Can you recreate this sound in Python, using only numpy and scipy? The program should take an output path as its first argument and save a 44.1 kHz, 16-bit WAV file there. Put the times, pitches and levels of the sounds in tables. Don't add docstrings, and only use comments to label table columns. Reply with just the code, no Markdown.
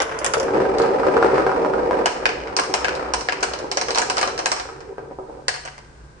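import sys
import numpy as np
from scipy import signal
from scipy.fft import rfft, irfft
from scipy.io import wavfile
from scipy.ndimage import uniform_filter1d, map_coordinates

SR = 44100
rng = np.random.default_rng(int(sys.argv[2]) if len(sys.argv) > 2 else 0)


def digitize_waveform(pressure):
    field = np.atleast_2d(pressure).T
    bounded = np.clip(field, -1, 1)
    quanta = np.round(bounded * 32767).astype(np.int16)
    wavfile.write(sys.argv[1], SR, quanta)


N = 273406
TIME = np.arange(N) / SR
FIRST_SHOT_S, FIRST_SHOT_SPEED = .45, 1.17
FLIGHT_S, LEFT_LAG_S = 0.001121, .00039
BOARD_LAG_S = .00008


def undb(db):
    return 10 ** (np.asarray(db) / 20)


def unit(x):
    return x / np.sqrt(np.mean(x ** 2))


def convolve(x, response):
    full = signal.fftconvolve(np.atleast_2d(x), np.atleast_2d(response), axes=1)
    return full[:, :x.shape[-1]]


def curve(rows):
    return np.interp(TIME, *np.transpose(rows))


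def walk(rate):
    k = int(SR / rate)
    steps = np.repeat(rng.standard_normal(N // k + 1), k)
    return unit(uniform_filter1d(steps, k)[:N])


def body(points, modes=(), pitch=1, size=8192):
    hz = np.maximum(np.arange(size // 2 + 1) * SR / size, 1) / pitch
    at, db = np.transpose(points)
    broad = undb(np.interp(np.log(hz), np.log(at), db))
    power = 1
    for f, width, peak in modes:
        power = power + undb(peak) ** 2 * 2 / (1 + (2 * (hz - f) / width) ** 2)
    cepstrum = irfft(np.log(broad * np.sqrt(power)))
    causal = 2 * cepstrum[:size // 2] * (np.arange(size // 2) > 0)
    response = irfft(np.exp(rfft(causal, size)))
    return response / np.linalg.norm(response)


def struck_spot(modes, spread_db, ring_db=0):
    lift = ring_db + spread_db * (2 * rng.random(len(modes)) - 1)
    return [(hz, width, db + extra) for (hz, width, db), extra in zip(modes, lift)]


def diffuse(count, merge_hz=800):
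    mid, side = rfft(rng.standard_normal((2, count)))
    alike = .94 * np.sinc(np.arange(len(mid)) * SR / count / merge_hz)
    mid, side = mid * np.sqrt(1 + alike), side * np.sqrt(1 - alike)
    return irfft(np.array([mid + side, mid - side]), count) / np.sqrt(2)


def tail(t60, rise_s, count):
    t = np.arange(count) / SR
    shape = undb(-60 * t / t60) * (1 - np.exp(-t / rise_s))
    return diffuse(count) * shape / np.linalg.norm(shape)


def contact(scatter_db, t60, lag_s=LEFT_LAG_S, count=6000):
    out = undb(scatter_db) * tail(t60, 0.00088, count)
    lag = max(int(lag_s * SR + 3 * rng.standard_normal()), 0)
    out[0, lag] += 1
    out[1, 0] += 1
    return out / np.sqrt(1 + undb(scatter_db) ** 2)


def add(out, s, sound):
    start = max(int((s + FLIGHT_S) * SR), 0)
    out[:, start:start + sound.shape[1]] += sound[:, :N - start]


def pitch_at(s):
    return FIRST_SHOT_SPEED if s < FIRST_SHOT_S else 1


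def speed_up_first_shot(x):
    at = np.cumsum(np.where(TIME < FIRST_SHOT_S, FIRST_SHOT_SPEED, 1))
    return unit(np.array([map_coordinates(channel, [at], mode="mirror") for channel in x]))


def bumps(per_s, spread_db, sway_db):
    rate = per_s * np.exp(.6 * walk(150))
    hit = np.diff(np.floor(np.cumsum(rate / SR)), prepend=0) > 0
    sign = rng.choice([-1, 1], N)
    force_db = spread_db * rng.uniform(-0.42, 1, N) + sway_db * walk(14)
    return hit * sign * undb(force_db)


# time in seconds, rumble in dB, gritty rattle in dB.
ROLL_LEVELS = [(0, -27.5, -22), (.23, -29.5, -27.5), (.38, -22, -25), (.58, -17.5, -23),
               (1.1, -17.5, -22.5), (1.45, -19.5, -20.5), (1.65, -18.5, -27.5), (2.042, -18.5, -23.5),
               (2.1, -29.5, -30), (2.4, -29, -33), (2.5, -30, -29.5), (2.66, -28, -37), (2.8, -30.5, -27),
               (2.95, -26.5, -27.5), (3.1, -31, -30), (3.26, -34, -35), (3.38, -30, -30), (3.6, -33.5, -32),
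               (3.71, -33.5, -36.5), (3.88, -30.5, -36), (4.25, -30.5, -36), (4.44, -32.5, -35),
               (4.62, -46, -43), (4.72, -44, -39), (4.89, -42.5, -45.5), (4.93, -37.5, -46),
               (4.965, -56, -51), (5.03, -39, -45), (5.07, -42, -56), (5.118, -35, -41), (5.16, -46, -52),
               (5.23, -40.5, -50), (5.32, -36, -46), (5.39, -34, -44), (5.44, -44, -53), (6.2, -79, -69)]
# pitch in Hz, width in Hz, strength in dB.
BOARD_MODES = [(62.4, 24, 5), (138.6, 12, 6), (320, 13, -3.5), (381.3, 8.9, 6.5), (399.5, 8.1, 1),
               (461.6, 14, 9.5), (506, 22, 4.5), (537, 27, -0.5), (622, 37, 2), (766, 26, 8.5),
               (850, 23, 2.5), (977, 50, 5), (1262, 84, 3.5), (1407, 77, 3.5), (1582, 32, 5.5)]
# frequency in Hz, level in dB.
WOOD_TONE = [(30, -33.5), (55, -28), (90, -33), (190, -12.5), (300, -4), (420, -3.5), (550, -1),
             (660, -7.5), (900, -6.5), (1300, -14), (2500, -45.5), (8000, -98.5)]
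# frequency in Hz, level in dB.
GRIT_TONE = [(200, -27), (550, -2), (850, -3.5), (1150, -2), (1500, -7.5), (1850, -9.5), (2500, -15.5),
             (3500, -27), (5200, -25.5), (7000, -35.5), (9000, -36), (9800, -74)]
# frequency in Hz, level in dB.
HOLLOW_TONE = [(60, -26), (135, -5.5), (220, -28), (310, -15.5), (395, 5), (475, -1), (570, -6), (680, -18),
               (790, -5.5), (1000, -34.5), (1200, -33.5), (2000, -86.5)]
# time in seconds, level in dB against the rumble.
HOLLOW_REACH = [(0, -4.5), (2.0, -25.5), (2.6, -15), (4.4, -11), (4.8, 5.5), (5.4, -13.5)]


def rolling(count=6, turn_db=3.5, bend_s=0.199):
    rumble, hollow, grit = 0, 0, 0
    for marble in range(count):
        pushes = bumps(per_s=48, spread_db=7.5, sway_db=.8)
        hard = pushes * np.abs(pushes)
        turn = undb(turn_db * np.cos(2 * np.pi * (TIME / bend_s + marble / count)))
        near = contact(scatter_db=7.0, t60=0.064, lag_s=BOARD_LAG_S, count=16000)
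        path = near + undb(-4.0) * tail(t60=0.62, rise_s=0.0081, count=16000)
        modes = struck_spot(BOARD_MODES, spread_db=3.0, ring_db=-0.5)
        rumble = rumble + convolve(pushes * turn, convolve(path, body(WOOD_TONE, modes)))
        hollow_pushes = pushes * turn * undb(2 * walk(18))
        hollow = hollow + convolve(hollow_pushes, convolve(path, body(HOLLOW_TONE, modes)))
        grit = grit + convolve(hard * turn, convolve(path, body(GRIT_TONE, modes)))
    s, rumble_db, grit_db = np.transpose(ROLL_LEVELS)
    board = speed_up_first_shot(rumble) + speed_up_first_shot(hollow) * undb(curve(HOLLOW_REACH))
    rattle = speed_up_first_shot(grit) * undb(np.interp(TIME, s, grit_db))
    return board * undb(np.interp(TIME, s, rumble_db)) + rattle


# frequency in Hz, level in dB.
MURMUR_TONE = [(20, -6), (45, 3.5), (75, -11), (105, 0.5), (210, -9.5), (300, -6), (460, -4), (620, -10),
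               (1000, -9), (2000, -18.5), (3400, -25.5), (5000, -22.5), (7000, -26.5), (9200, -29),
               (9900, -72.5)]
# pitch in Hz, width in Hz, strength in dB.
MURMUR_MODES = [(54.6, 3.3, 1.6), (143, 3.7, 14.6), (1560, 94, 5.4), (1560, 36, 2)]
# frequency in Hz, level in dB.
HUM_TONE = [(25, -37), (58, 13.5), (90, -6.5), (155, -1.5), (230, -11), (480, -11), (1000, -52.5)]
# time in seconds, level in dB.
HUM_LEVELS = [(3.9, -45.5), (5.7, -53), (6.05, -47.5)]


def quiet_room(murmur_db=-48.5):
    murmur = unit(convolve(diffuse(N), body(MURMUR_TONE, MURMUR_MODES)))
    hum = unit(convolve(diffuse(N), body(HUM_TONE)))
    return murmur * undb(murmur_db + walk(4.6)) + hum * undb(curve(HUM_LEVELS))


def ping(hz, width_s=0.00018, count=64):
    t = (np.arange(count) - count / 2) / SR
    return np.exp(-(t / width_s) ** 2 / 2) * np.sin(2 * np.pi * hz * t)


# start in seconds, relative glass click level in dB,
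# click pitch in Hz, relative level in dB of the dull thud of what lies under them, thud pitch in Hz.
CLACKS = [(.0014, -12.5, 5660, 11, 766), (.0186, -9, 6050, 6, 740), (0.188, -16, 5950, -19, 950),
          (.244, -6, 8400, 8, 690), (.262, -6, 6800, 7, 1030), (0.3355, -7, 6040, 12, 1340),
          (.38, -20, 5800, -5, 500), (.398, -13, 5800, -2, 600), (0.429, -22, 5700, -17, 500),
          (0.783, -15.5, 4700, -3, 504), (.817, -17.5, 4400, 0, 500), (2.0571, -7.5, 5340, 13, 840),
          (2.2899, -16, 4550, 5.5, 494), (2.5648, -2, 5160, 7, 1090), (2.587, -21, 4050, 12.5, 1080),
          (2.635, -18.5, 5400, 2, 1210), (2.7383, -3, 5300, 12, 920), (2.776, -29, 5150, -0.5, 1370),
          (2.951, -18, 4600, -12, 500), (3.1355, -4.5, 5400, 9.5, 940), (3.208, -14.5, 5200, -1.5, 990),
          (3.406, -23, 5300, -17, 1130), (3.4269, -11, 5740, 9, 663), (3.5344, -14.5, 4520, 1.5, 690),
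          (3.588, -20, 5340, -6, 500), (3.7137, -7.5, 5000, 3, 800), (3.7706, -5, 5500, 10.5, 600),
          (3.8118, -7, 5200, 6.5, 840), (3.883, -15.5, 5360, 6, 510), (3.905, -8.5, 5030, 4, 800),
          (3.9467, -7, 4430, 0, 1090), (3.9563, -9.5, 5500, 8, 1030), (3.9743, -8.5, 4730, 11, 930),
          (3.9831, -1.5, 5200, 8.5, 870), (4.016, -10, 6500, 7.5, 1630), (4.098, -6.5, 5100, 9, 950),
          (4.1681, -10.5, 5200, 6.5, 1310), (4.1803, -6, 4660, 9.5, 850), (4.2279, -10.5, 5100, 12.5, 1240),
          (4.274, -13.5, 5500, 4, 620), (4.3767, -14.5, 4800, -0.5, 710), (4.3892, -11, 5200, 5, 840),
          (4.4567, -13, 4300, 9, 800), (4.516, -4, 5320, 9.5, 1200), (4.563, -19, 5630, 0.5, 900),
          (4.5973, -17, 4340, 0.5, 1750), (4.804, -32, 5200, -11.5, 900), (5.4806, -7.5, 4500, -1, 1640),
          (5.6505, -23, 5850, -4.5, 600)]
# frequency in Hz, level in dB.
GLASS_TONE = [(400, -43.5), (1500, -17.5), (2600, 4.5), (3500, -16.5), (4200, 0), (5400, -13), (6200, -2.5),
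              (7000, -5), (8200, -4.5), (9100, -6), (9700, -37.5), (11000, -65)]
# pitch in Hz, width in Hz, strength in dB.
CLICK_MODES = [(4000, 54, 6), (5270, 450, 11.5), (5900, 70, -13), (6100, 52, 1.5), (7300, 150, -3),
               (8180, 57, 3), (9030, 69, -2.5)]
# frequency in Hz, level in dB.
THUD_TONE = [(60, -42), (200, -19), (400, -2), (750, -4), (1050, -0.5), (1400, -3), (2000, -8),
             (3500, -16.5), (9000, -55.5)]
# pitch in Hz, width in Hz, strength in dB.
BED_MODES = [(737, 35, 6), (1645, 47, -0.5), (2044, 35, -2), (2420, 190, 0.5), (3010, 210, 1.5)]


def clacks(ring_width_hz=450, ring_db=7, spot_width_hz=130, spot_db=5):
    out = np.zeros((2, N))
    lean = undb([[-1.5], [1.5]])
    for s, click_db, click_hz, thud_db, thud_hz in CLACKS:
        pitch = pitch_at(s)
        click_ring = (click_hz / pitch, ring_width_hz, ring_db)
        thud_ring = (thud_hz / pitch, spot_width_hz, spot_db)
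        glass = body(GLASS_TONE, [*struck_spot(CLICK_MODES, spread_db=9.5), click_ring], pitch)
        under = body(THUD_TONE, [*struck_spot(BED_MODES, spread_db=5), thud_ring], pitch)
        snap = convolve(contact(scatter_db=-8, t60=.04), ping(click_hz))
        splash = convolve(contact(scatter_db=3.0, t60=0.079), glass)
        thud = convolve(contact(scatter_db=5.5, t60=0.1), under)
        click = snap + undb(8) * splash
        add(out, s, undb(click_db) * click * lean + undb(thud_db) * thud)
    return out


def room(x, split_hz=900):
    low = signal.sosfilt(signal.butter(2, split_hz, fs=SR, output="sos"), x)
    high = signal.sosfilt(signal.butter(2, split_hz, "high", fs=SR, output="sos"), x)
    low_ring = undb(-7.0) * convolve(low, tail(t60=0.43, rise_s=0.004, count=SR))
    high_ring = undb(-4.0) * convolve(high, tail(t60=0.53, rise_s=0.00037, count=SR))
    wall = np.zeros((2, N))
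    add(wall, .0065, undb(-12.0) * convolve(x, tail(t60=0.021, rise_s=0.000099, count=2000)))
    return low_ring + high_ring + wall


# start in seconds, relative thump level in dB,
# relative hard edge level in dB, note of the struck bend in Hz.
KNOCKS = [(.369, 12, 2, 1310), (0.482, 2, 3.5, 1350), (.545, 10.5, 6.5, 1340), (0.58, 11, 5.5, 530),
          (0.601, 2, 4.5, 920), (.652, -3.5, 5, 565), (0.764, 6, -3, 520), (.799, 14, 11.5, 1180),
          (.835, 5.5, 7, 1340), (.906, 3.5, 1.5, 695), (0.986, 5, 1, 786), (1.032, -10, 6.5, 1350),
          (1.066, 14.5, 8.5, 700), (1.084, 9, 6.5, 680), (1.167, 17, 15.5, 940), (1.2258, 5, 13.5, 1420),
          (1.245, 17, 13, 784), (1.281, 8.5, -3, 380), (1.303, 5, 1.5, 1350), (1.332, 13.5, 0.5, 465),
          (1.38, 12.5, 12.5, 1530), (1.397, 8.5, 8, 860), (1.421, 9, 1, 480), (1.465, 13, 12, 1040),
          (1.493, -6, 7.5, 1010), (1.516, -10, 8.5, 930), (1.561, 4.5, 5, 1370), (1.647, 5, 7.5, 940),
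          (1.736, 5.5, 8, 1460), (1.781, 3, 3, 880), (1.909, 1, 10, 685), (1.93, 8.5, 7.5, 750),
          (2.012, 3.5, 5, 790), (2.534, -6.5, -14, 980), (2.695, -4, -16, 540), (3.026, -5, -3.5, 644),
          (3.082, -1.5, -16, 955), (3.377, -7.5, -16, 1030), (3.626, -1, -12, 460), (3.643, 4, -3, 460),
          (3.883, -15.5, -10, 1000), (4.654, -5.5, -5.5, 760), (4.689, -9, -4, 850), (4.925, -12, -21, 844),
          (4.981, 2.5, -3.5, 980), (5.11, -5, -17, 786), (5.186, 2, -11.5, 806), (5.296, -4, -18, 800)]


def knocks(hollow_db=-5, spot_width_hz=170, spot_db=5, gap_s=(0.00282, .012), second_db=-7.5):
    out = np.zeros((2, N))
    for s, thump_db, edge_db, hz in KNOCKS:
        pitch = pitch_at(s)
        bend_note = (hz / pitch, spot_width_hz, spot_db)
        modes = [*struck_spot(BOARD_MODES, spread_db=5.5, ring_db=4.0), bend_note]
        thump = body(WOOD_TONE, modes, pitch) + undb(hollow_db) * body(HOLLOW_TONE, modes, pitch)
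        edge = body(GRIT_TONE, modes, pitch)
        knock = undb(thump_db) * thump / np.linalg.norm(thump) + undb(edge_db) * edge
        push = contact(scatter_db=-4, t60=.035, lag_s=BOARD_LAG_S)
        second_push = contact(scatter_db=-4, t60=.035, lag_s=BOARD_LAG_S)
        add(out, s, convolve(push, knock))
        add(out, s + rng.uniform(*gap_s), undb(second_db) * convolve(second_push, knock))
    return out


# start in seconds, relative blow level in dB,
# lower ring of the struck spot in Hz, its upper ring in Hz, relative hard tick level in dB.
BED_HITS = [(2.0572, 6, 1490, 2330, 5), (2.2546, 14.5, 1650, 2520, -8), (2.4724, -7, 1440, 2200, -36),
            (2.5956, -0.5, 1130, 2150, 3), (2.8446, 9.5, 1630, 2600, -7), (2.8821, 6.5, 1500, 2520, -12),
            (3.2856, 10, 1630, 2070, -36), (3.3217, 5, 1110, 2550, -6.5), (3.4302, 8, 1500, 2270, 6),
            (4.0984, 4.5, 1600, 2540, 1.5), (4.2121, 5.5, 1330, 2260, 3), (4.4578, 6.5, 1640, 2100, 9),
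            (5.4813, 9, 1670, 2020, 6), (5.54, -4, 1680, 1940, -15), (5.561, -7, 1030, 1960, -22),
            (5.657, -12, 1380, 1960, -13), (5.6751, -5, 1550, 1980, -27), (5.7792, -11, 1030, 2110, -20)]
# frequency in Hz, level in dB.
PLASTIC_TONE = [(100, -70.5), (400, 4.5), (650, 4.5), (950, 5), (1250, 2), (1620, 4), (2050, 1.5),
                (2650, 0), (3400, -7), (5000, -1.5), (8500, -23.5), (10000, -57.5)]


def truck_bed(low_width_hz=150, high_width_hz=260, spot_db=7.5, rebound_s=0.0083, rebound_db=-5):
    out = np.zeros((2, N))
    glass = body(GLASS_TONE, CLICK_MODES)
    for s, blow_db, low_hz, high_hz, tick_db in BED_HITS:
        modes = [*BED_MODES, (low_hz, low_width_hz, spot_db)]
        plastic = body(PLASTIC_TONE, [*modes, (high_hz, high_width_hz, spot_db)])
        rebound = body(PLASTIC_TONE, modes)
        push, second_push = (contact(scatter_db=-1, t60=.04) for _ in range(2))
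        add(out, s, convolve(push, undb(blow_db) * plastic + undb(tick_db) * glass))
        add(out, s + rebound_s, convolve(second_push, undb(blow_db + rebound_db) * rebound))
    return out


def jostle(level_db=-24, spread_db=4, earliest_s=.03, latest_s=0.21, count=3):
    out = np.zeros((2, N))
    for s, blow_db, *_ in BED_HITS:
        for when, force in rng.random((count, 2)):
            plastic = body(PLASTIC_TONE, struck_spot(BED_MODES, spread_db=6, ring_db=3))
            tap = convolve(contact(scatter_db=-5, t60=.025), plastic)
            tap_db = blow_db + level_db + spread_db * (force - when)
            add(out, s + earliest_s + when * (latest_s - earliest_s), undb(tap_db) * tap)
    return out


def scene():
    groove, glass, bed = knocks(), clacks(), truck_bed() + jostle()
    sent = undb(2) * groove + undb(-0.37) * glass + undb(-1) * bed
    room_db = np.where(TIME < FIRST_SHOT_S, -6, 0)
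    return rolling() + groove + glass + bed + room(sent * undb(room_db)) + quiet_room()


# frequency in Hz, difference in dB.
LEFT_RIGHT_BALANCE = [(500, 0.1), (2500, 1.2), (4800, 1.5), (6500, -1.5), (8200, 5.5)]


def record(dry, ceiling=.95, top_hz=11300):
    hz = np.arange(N // 2 + 1) * SR / N
    balance_db = np.interp(hz, *np.transpose(LEFT_RIGHT_BALANCE))
    heard = irfft(rfft(dry) * undb(np.array([balance_db, -balance_db]) / 2), N)
    rounded = heard / (1 + (heard / ceiling) ** 6) ** (1 / 6)
    return signal.sosfilt(signal.ellip(8, .2, 70, top_hz, fs=SR, output="sos"), rounded)


dry = scene()
out = record(dry)
digitize_waveform(out)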